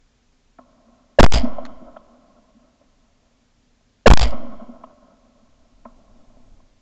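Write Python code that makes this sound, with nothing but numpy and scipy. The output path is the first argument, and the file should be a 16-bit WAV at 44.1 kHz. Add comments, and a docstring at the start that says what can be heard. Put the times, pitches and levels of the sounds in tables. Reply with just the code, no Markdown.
"""At an outdoor clay range, a self-loading shotgun fires twice, heard by a small camera on its barrel.
Each blast and kick overloads the microphone, and the steel clatter of reloading breaks through in bursts.
Banks and tree lines throw each shot back. The trigger clicks between shots, and guns pop at far stands.
At the end the gun is lowered, with wind, rustling and a few knocks over a quiet hiss."""
import sys
import numpy as np
from scipy import signal
from scipy.fft import rfft, irfft, next_fast_len
from scipy.io import wavfile

SR = 44100
rng = np.random.default_rng(int(sys.argv[2]) if len(sys.argv) > 2 else 0)


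def waveform_to_disk(signal):
    """Save audio, clipped to [-1, 1], as 16-bit WAV at the path in sys.argv[1]."""
    frames = np.transpose(np.atleast_2d(signal))
    scaled = np.clip(frames, -1, 1) * 32767
    samples = np.round(scaled).astype(np.int16)
    wavfile.write(sys.argv[1], SR, samples)


N = 300321
TIME = np.arange(N) / SR


# The two shots: t/s, blast level/dB (the gas plays 6 dB lower), echo roll level/dB, ringing level/dB
SHOTS = [(1.1859, 15.5, -32, -32.5), (4.0584, 15, -33, -33)]

def shotgun():
    """Each shot sets off a blast, a kick, the reloading and a low boom."""
    out = np.zeros(N)
    for shot, (fired, blast_db, _, ring_db) in enumerate(SHOTS):
        add(out, fired, blast(gas_db=blast_db - 6))
        add(out, fired, kick(shot))
        add(out, fired, reloading(shot, ring_db))
        add(out, fired, boom())
    return out


# Tone of the gas leaving the muzzle: f/Hz, level/dB
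GAS_SPECTRUM = [(40, -10.5), (125, -11.5), (180, 5.5), (230, -0.5), (310, -18), (440, -0.5), (570, -3.5),
                (800, -4), (1100, -6.5), (1600, -26.5), (2400, -20.5), (6000, -36.5), (9000, -53.5)]

def blast(gas_db, barrel_db=8, barrel_hz=620, sag_hz=60, peak_s=.0065, width_s=.0028):
    """The barrel rings first, sagging in pitch; then the rush of gas from the muzzle drowns it."""
    t = TIME[:SR // 2]
    hz = barrel_hz - sag_hz * np.minimum(t / peak_s, 2)
    swell = np.exp(-.5 * ((t - peak_s) / width_s) ** 2) * np.minimum(t / .0017, 1)
    barrel = np.sin(2 * np.pi * np.cumsum(hz) / SR) * swell
    gas = noise(GAS_SPECTRUM, len(t)) * np.minimum(t / .013, 1) ** 4 * np.exp(-t / .038)
    return amp(barrel_db) * barrel + amp(gas_db) * gas


# Jolts of the camera: t/s after firing, length/s, push/full scale in shot 1, the same in shot 2
CAMERA_JOLTS = [(0.01, 0.011, 2, 1.5), (.0225, .0222, 17.5, 20), (0.046, .008, -2.5, -2),
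                (0.056, 0.01, 0.52, 2.75), (.076, .0052, 2.35, 3), (0.1108, 0.0073, .5, 1.76)]

def kick(shot, shoulder_s=.061):
    """The kicking gun throws the camera to and fro and runs into the shoulder."""
    out = np.zeros(SR)
    for s, length, *pushes in CAMERA_JOLTS:
        arch = np.sin(np.pi * np.arange(0, length, 1 / SR) / length)
        add(out, s, pushes[shot] * np.sqrt(abs(arch)))
    add(out, shoulder_s, shoulder_stop())
    return out


def shoulder_stop(push=30, settle_s=.027, bounce_hz=52, bounce_decay_s=.034, travel=3.0):
    """The shoulder stops the gun: one big shove dies away while the camera bounces on its clamp."""
    t = TIME[:SR]
    bounce = .34 * np.cos(2 * np.pi * bounce_hz * t) * np.exp(-t / bounce_decay_s)
    swing = push * np.minimum(t / .024, 1) * (bounce - np.exp(-t / settle_s))
    return np.maximum(swing, -travel)  # the clamp can only move so far


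# The bolt (the sliding steel block) unlocks, runs back and hits its stop; a shell is lifted; the bolt
# runs forward and locks; the parts settle: t/s after firing, decay/s, shot 1 level/dB, shot 2 level/dB
BOLT_CLACKS = [(.014, .009, -6, -5.5), (.046, 0.008, -5.5, -6.5), (.077, .006, -20.5, -5.5),
               (.099, .002, -30.5, -3), (0.115, 0.013, -5, -8), (0.135, .009, -12, -11),
               (0.149, .004, -3, -5), (.16, .01, -11, -10), (.171, .0025, -18, -16),
               (0.179, 0.0024, -30, -22), (.188, .004, -21, -26), (.197, .0025, -18.5, -26),
               (0.249, .0017, -51, -34)]
# Tone of the ringing gun: f/Hz, level/dB
RING_SPECTRUM = [(900, -4), (1700, 0), (2150, 8), (2600, -4.5), (3150, 5), (3700, -7.5), (4300, -5),
                 (4900, -13), (5450, -4), (6000, -18.5), (9000, -31)]

def reloading(shot, ring_db, shut_s=.173, rattles_per_s=170, drop_s=.032, linger_s=.19):
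    """The bolt clacks back and forth; once it shuts, loose parts rattle and the gun rings on."""
    out, t = np.zeros(2 * SR), TIME[:SR * 3 // 2]
    for s, decay_s, *levels_db in BOLT_CLACKS:
        add(out, s, clack(levels_db[shot], decay_s))
    for k, (jitter, strength) in enumerate(rng.random((16, 2))):
        since = (k + jitter) / rattles_per_s
        add(out, shut_s + since, 2 * strength * np.exp(-since / .03) * clack(-23, decay_s=.0015))
    fade = np.exp(-t / drop_s) + amp(-16.5) * np.exp(-t / linger_s)
    add(out, shut_s, amp(ring_db) * noise(RING_SPECTRUM, len(t)) * fade)
    return out


# Tone of struck steel: f/Hz, level/dB
STEEL_SPECTRUM = [(100, -27.5), (400, -18), (700, 5), (1100, -6), (1700, -12.5), (2200, -10.5),
                  (3300, -4.5), (3900, -13), (4600, -6), (4900, -0.5), (5300, -13.5), (5900, -19.5),
                  (7300, -13), (9000, -28.5)]

def clack(db, decay_s, note_hz=4790):
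    """Steel hits steel: a burst of noise and the short note of the bolt."""
    t = TIME[:SR // 8]
    note = amp(-7.5) * np.sin(2 * np.pi * note_hz * t) * np.exp(-t / .0017)
    burst = noise(STEEL_SPECTRUM, len(t)) * np.exp(-t / decay_s)
    return amp(db) * (burst + note) * np.minimum(t / .0004, 1)


# Tone of the low boom: f/Hz, level/dB
BOOM_SPECTRUM = [(12, -2), (25, -1.5), (45, -5), (80, -13), (150, -21), (300, -55)]

def boom(db=-30, rise_s=.05, decay_s=.23):
    """The range sends back a deep rumble after a shot."""
    t = TIME[:2 * SR]
    return amp(db) * noise(BOOM_SPECTRUM, len(t)) * np.minimum(t / rise_s, 1) * np.exp(-t / decay_s)


# Echoes off banks and tree lines:
# t/s after firing, swell/s, f/Hz, spread/octaves, shot 1 level/dB, shot 2 level/dB
BANK_AND_TREE_ECHOES = [(.159, 0.028, 708.4, 0.32, -29, -49), (.238, 0.0095, 246, 0.3, -18, -41),
                        (.258, 0.0079, 800, 0.71, -28.5, -28), (0.277, 0.0031, 226, 0.48, -26, -25),
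                        (.368, 0.0057, 335, .9, -42, -33.5), (.395, 0.0021, 695, 0.51, -21.5, -43),
                        (0.547, 0.0099, 230, 0.17, -43, -39.5), (.626, .0045, 254.8, 0.75, -35.5, -31.5),
                        (.777, 0.0022, 1060, 1.04, -31, -30.5), (0.78, 0.0037, 2970, 0.28, -58, -62.5),
                        (1.359, 0.0061, 230, .44, -47.5, -51.5), (1.619, 0.0058, 620, 0.7, -54, -70)]

def echoes():
    """Each shot comes back as a long roll and as separate thuds from the same banks and trees."""
    out = np.zeros(N)
    for shot, (fired, _, roll_db, _) in enumerate(SHOTS):
        add(out, fired, roll(roll_db, hold_s=.24, lumpy_db=2.5))
        for delay, swell_s, hz, octaves, *levels_db in BANK_AND_TREE_ECHOES:
            add(out, fired + delay, thud(levels_db[shot], swell_s, hz, octaves))
    return out


def roll(db, hold_s, lumpy_db, slaps_per_s=45, dull_hz=1650, absorb_db_per_s=9.5):
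    """Countless small echoes off trees and ground come in clumps and slaps, dulled by distance."""
    t = TIME[:SR * 7 // 2]
    late = np.maximum(t, hold_s)  # no fading while the near trees answer
    fade_db = -22 * np.log10(late / hold_s) - absorb_db_per_s * (late - hold_s)  # spreads, is soaked up
    level = amp(db + fade_db + lumpy_db * wander(len(t), per_s=40))
    slaps = evened((rng.random(len(t)) < slaps_per_s / SR) * rng.uniform(-1.1, 1, len(t)))
    scatter = low_pass(rng.standard_normal(len(t)) + .33 * slaps, dull_hz, size=201)
    return evened(housing(scatter)) * level * np.minimum(t / .0033, 1)


# Tone of the trigger's click: f/Hz, level/dB
TRIGGER_SPECTRUM = [(300, -33), (900, 15), (2500, -1), (4000, 2), (5000, -7), (7200, -10), (8000, -34.5)]

def trigger_click(s=1.6525, db=-31, decay_s=.0039, rebound_s=.011):
    """The trigger is let forward between the shots: a dry click and a softer rebound."""
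    out, t = np.zeros(N), TIME[:SR // 10]
    for delay, level_db in (0, db), (rebound_s, db - 10):
        add(out, s + delay, amp(level_db) * noise(TRIGGER_SPECTRUM, len(t)) * np.exp(-t / decay_s))
    return out


# Shots at far stands: t/s, pop level/dB, echo roll level/dB
FAR_SHOTS = [(.585, -37, -57.5), (5.851, -33, -59.5)]

def far_guns(echo_s=.29):
    """Distant guns pop, each followed by one soft echo and a roll."""
    out = np.zeros(N)
    for s, db, roll_db in FAR_SHOTS:
        add(out, s, roll(roll_db, hold_s=.38, lumpy_db=1.54))
        add(out, s, thud(db - 27, swell_s=.0017, hz=2460, octaves=.24))  # crack
        add(out, s, thud(db, swell_s=.0026, hz=990, octaves=1.0))  # pop
        add(out, s, thud(db - 6, swell_s=.00383, hz=231, octaves=.25))  # low body
        add(out, s, thud(db - 24, swell_s=.021, hz=1100, octaves=.52))  # scatter from trees on the way
        add(out, s + echo_s, thud(db - 24.5, swell_s=.022, hz=244, octaves=.45))
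    return out


# Tone of wind on the microphone: f/Hz, level/dB
WIND_SPECTRUM = [(10, -0.5), (30, -1.5), (55, -19.5), (110, -17.5), (200, -35), (600, -59)]
# Tone of the rustling: f/Hz, level/dB
RUSTLE_SPECTRUM = [(100, -9), (250, 6.5), (400, -7), (620, -3), (900, -7.5), (1300, -24.5), (2000, -28)]
# Small knocks as the gun is handled: t/s, level/dB, f/Hz
HANDLING_KNOCKS = [(3.807, -62, 862), (6.298, -55.5, 876), (6.367, -44.5, 346), (6.599, -53.5, 600)]

def handling(start_s=5.3, rise_s=.67, end_s=6.9, fall_s=.34, rubs_per_s=8.8):
    """Wind, rustling and short rubs grow with the gun's speed as it is lowered; a few knocks join in."""
    speed = np.clip(np.minimum((TIME - start_s) / rise_s, (end_s - TIME) / fall_s), 0, 1)
    aiming = amp(-24)  # a little is heard even while the gun is still
    gusts = amp(-51 + 3.5 * wander(N, per_s=12))
    wind = gusts * noise(WIND_SPECTRUM) * (speed + aiming)
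    rustle = amp(-63) * noise(RUSTLE_SPECTRUM) * (speed ** 2 + aiming)
    out = wind + rustle
    for k, (jitter, pitch) in enumerate(rng.random((24, 2))):
        s = start_s + (k + jitter) / rubs_per_s
        rub = thud(-64.5, swell_s=.0048, hz=700 * 2 ** (pitch - .5), octaves=.265)
        add(out, s, np.interp(s, TIME, speed) ** 2 * rub)
    for s, db, hz in HANDLING_KNOCKS:
        add(out, s, thud(db, swell_s=.0022, hz=hz, octaves=.67))
    return out


# Tone of the background: f/Hz, level/dB
HISS_SPECTRUM = [(12, -33.5), (20, -0.5), (96, -18.5), (204, -21), (241, -13), (357, -31.5), (399, -26),
                 (976, -32.5), (7110, -37.5), (9140, -53.5), (16000, -68)]

def hiss(db=-60.5):
    """A quiet, steady hiss with a low rumble under it."""
    return amp(db) * noise(HISS_SPECTRUM)


# Notes at which the camera's case rings: f/Hz, width/Hz, level/dB
CASE_NOTES = [(239.7, 31, 3), (591.3, 48, -6), (644.3, 67, -3.5), (1063, 110, -8.5), (1264, 80, -14.5),
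              (2020, 100, -30.5), (3270, 130, -34.5)]

def housing(x):
    """Outside sound reaches the sealed microphone by making the camera's case ring."""
    out = np.zeros(len(x))
    for hz, width, db in CASE_NOTES:
        ring = signal.lfilter(*signal.iirpeak(hz, hz / width, fs=SR), x)
        # a second, wider filter cuts more of what lies far from the note
        out += amp(db) * signal.lfilter(*signal.iirpeak(hz, hz / (4 * width), fs=SR), ring)
    return out


def thud(db, swell_s, hz, octaves):
    """A short push of air, strongest around one pitch, leaves the camera's case ringing."""
    t = TIME[:16384]
    freqs = np.fft.rfftfreq(len(t), 1 / SR)
    shape = t / swell_s * np.exp(1 - t / swell_s)
    band = np.exp(-.5 * (np.log2((freqs + 1) / hz) / octaves) ** 2)
    phases = np.exp(2j * np.pi * rng.random(len(freqs)))
    burst = housing(shape * irfft(band * phases))
    return amp(db) * burst * np.linalg.norm(shape) / np.linalg.norm(burst)


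def noise(spectrum, size=N):
    """Noise of strength 1; the spectrum only sets how its low and high pitches compare."""
    n = next_fast_len(size)
    hz, db = np.transpose(spectrum)
    gains = amp(np.interp(np.log(np.fft.rfftfreq(n, 1 / SR) + 1), np.log(hz + 1), db))
    return evened(irfft(rfft(rng.standard_normal(n)) * gains, n)[:size])


def wander(size, per_s):
    """A random curve that drifts roughly between -1 and 1."""
    points = rng.standard_normal(2048)
    return np.interp(TIME[:size] * per_s, np.arange(len(points)), points)


def low_pass(x, hz, size):
    """Cuts the treble above hz; a larger size makes the cut sharper."""
    return signal.oaconvolve(x, signal.firwin(size, hz, window=("kaiser", 8), fs=SR), "same")


def amp(db):
    """Turns decibels into a number to multiply by."""
    return 10 ** (np.asarray(db) / 20)


def evened(x):
    """Scales a sound to an average strength (rms) of 1."""
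    return x / np.sqrt(np.mean(x ** 2) + 1e-20)


def add(mix, s, sound):
    """Mixes a sound in, starting at s seconds."""
    part = mix[round(s * SR):][:len(sound)]
    part += sound[:len(part)]


def scene():
    """Everything that reaches the microphone, in one channel."""
    return (shotgun() + trigger_click() + echoes() + far_guns() + handling() + hiss())[None]


def record(dry, input_limit=.69, output_limit=.705, band_hz=8100, notch_hz=7950, droop_s=.115):
    """The camera overloads and flattens loud peaks; its filters overshoot and are flattened again."""
    fine = signal.resample_poly(dry[0], up=2, down=1)
    flattened = signal.resample_poly(np.clip(fine, -input_limit, input_limit), up=1, down=2)
    treble = signal.sosfilt(signal.butter(2, 1500, "high", fs=SR, output="sos"), dry[0])
    dulled = low_pass(flattened + amp(-38) * treble, band_hz, size=81)  # a trace slips past the overload
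    # this narrow cut rings thinly after each burst
    notched = signal.lfilter(*signal.iirnotch(notch_hz, notch_hz / 140, fs=SR), dulled)
    centred = signal.lfilter([1, -1], [1, -np.exp(-1 / (droop_s * SR))], notched)  # a held push sags to 0
    return low_pass(np.clip(centred, -output_limit, output_limit), hz=16300, size=301)[None]


dry = scene()
out = record(dry)
waveform_to_disk(out)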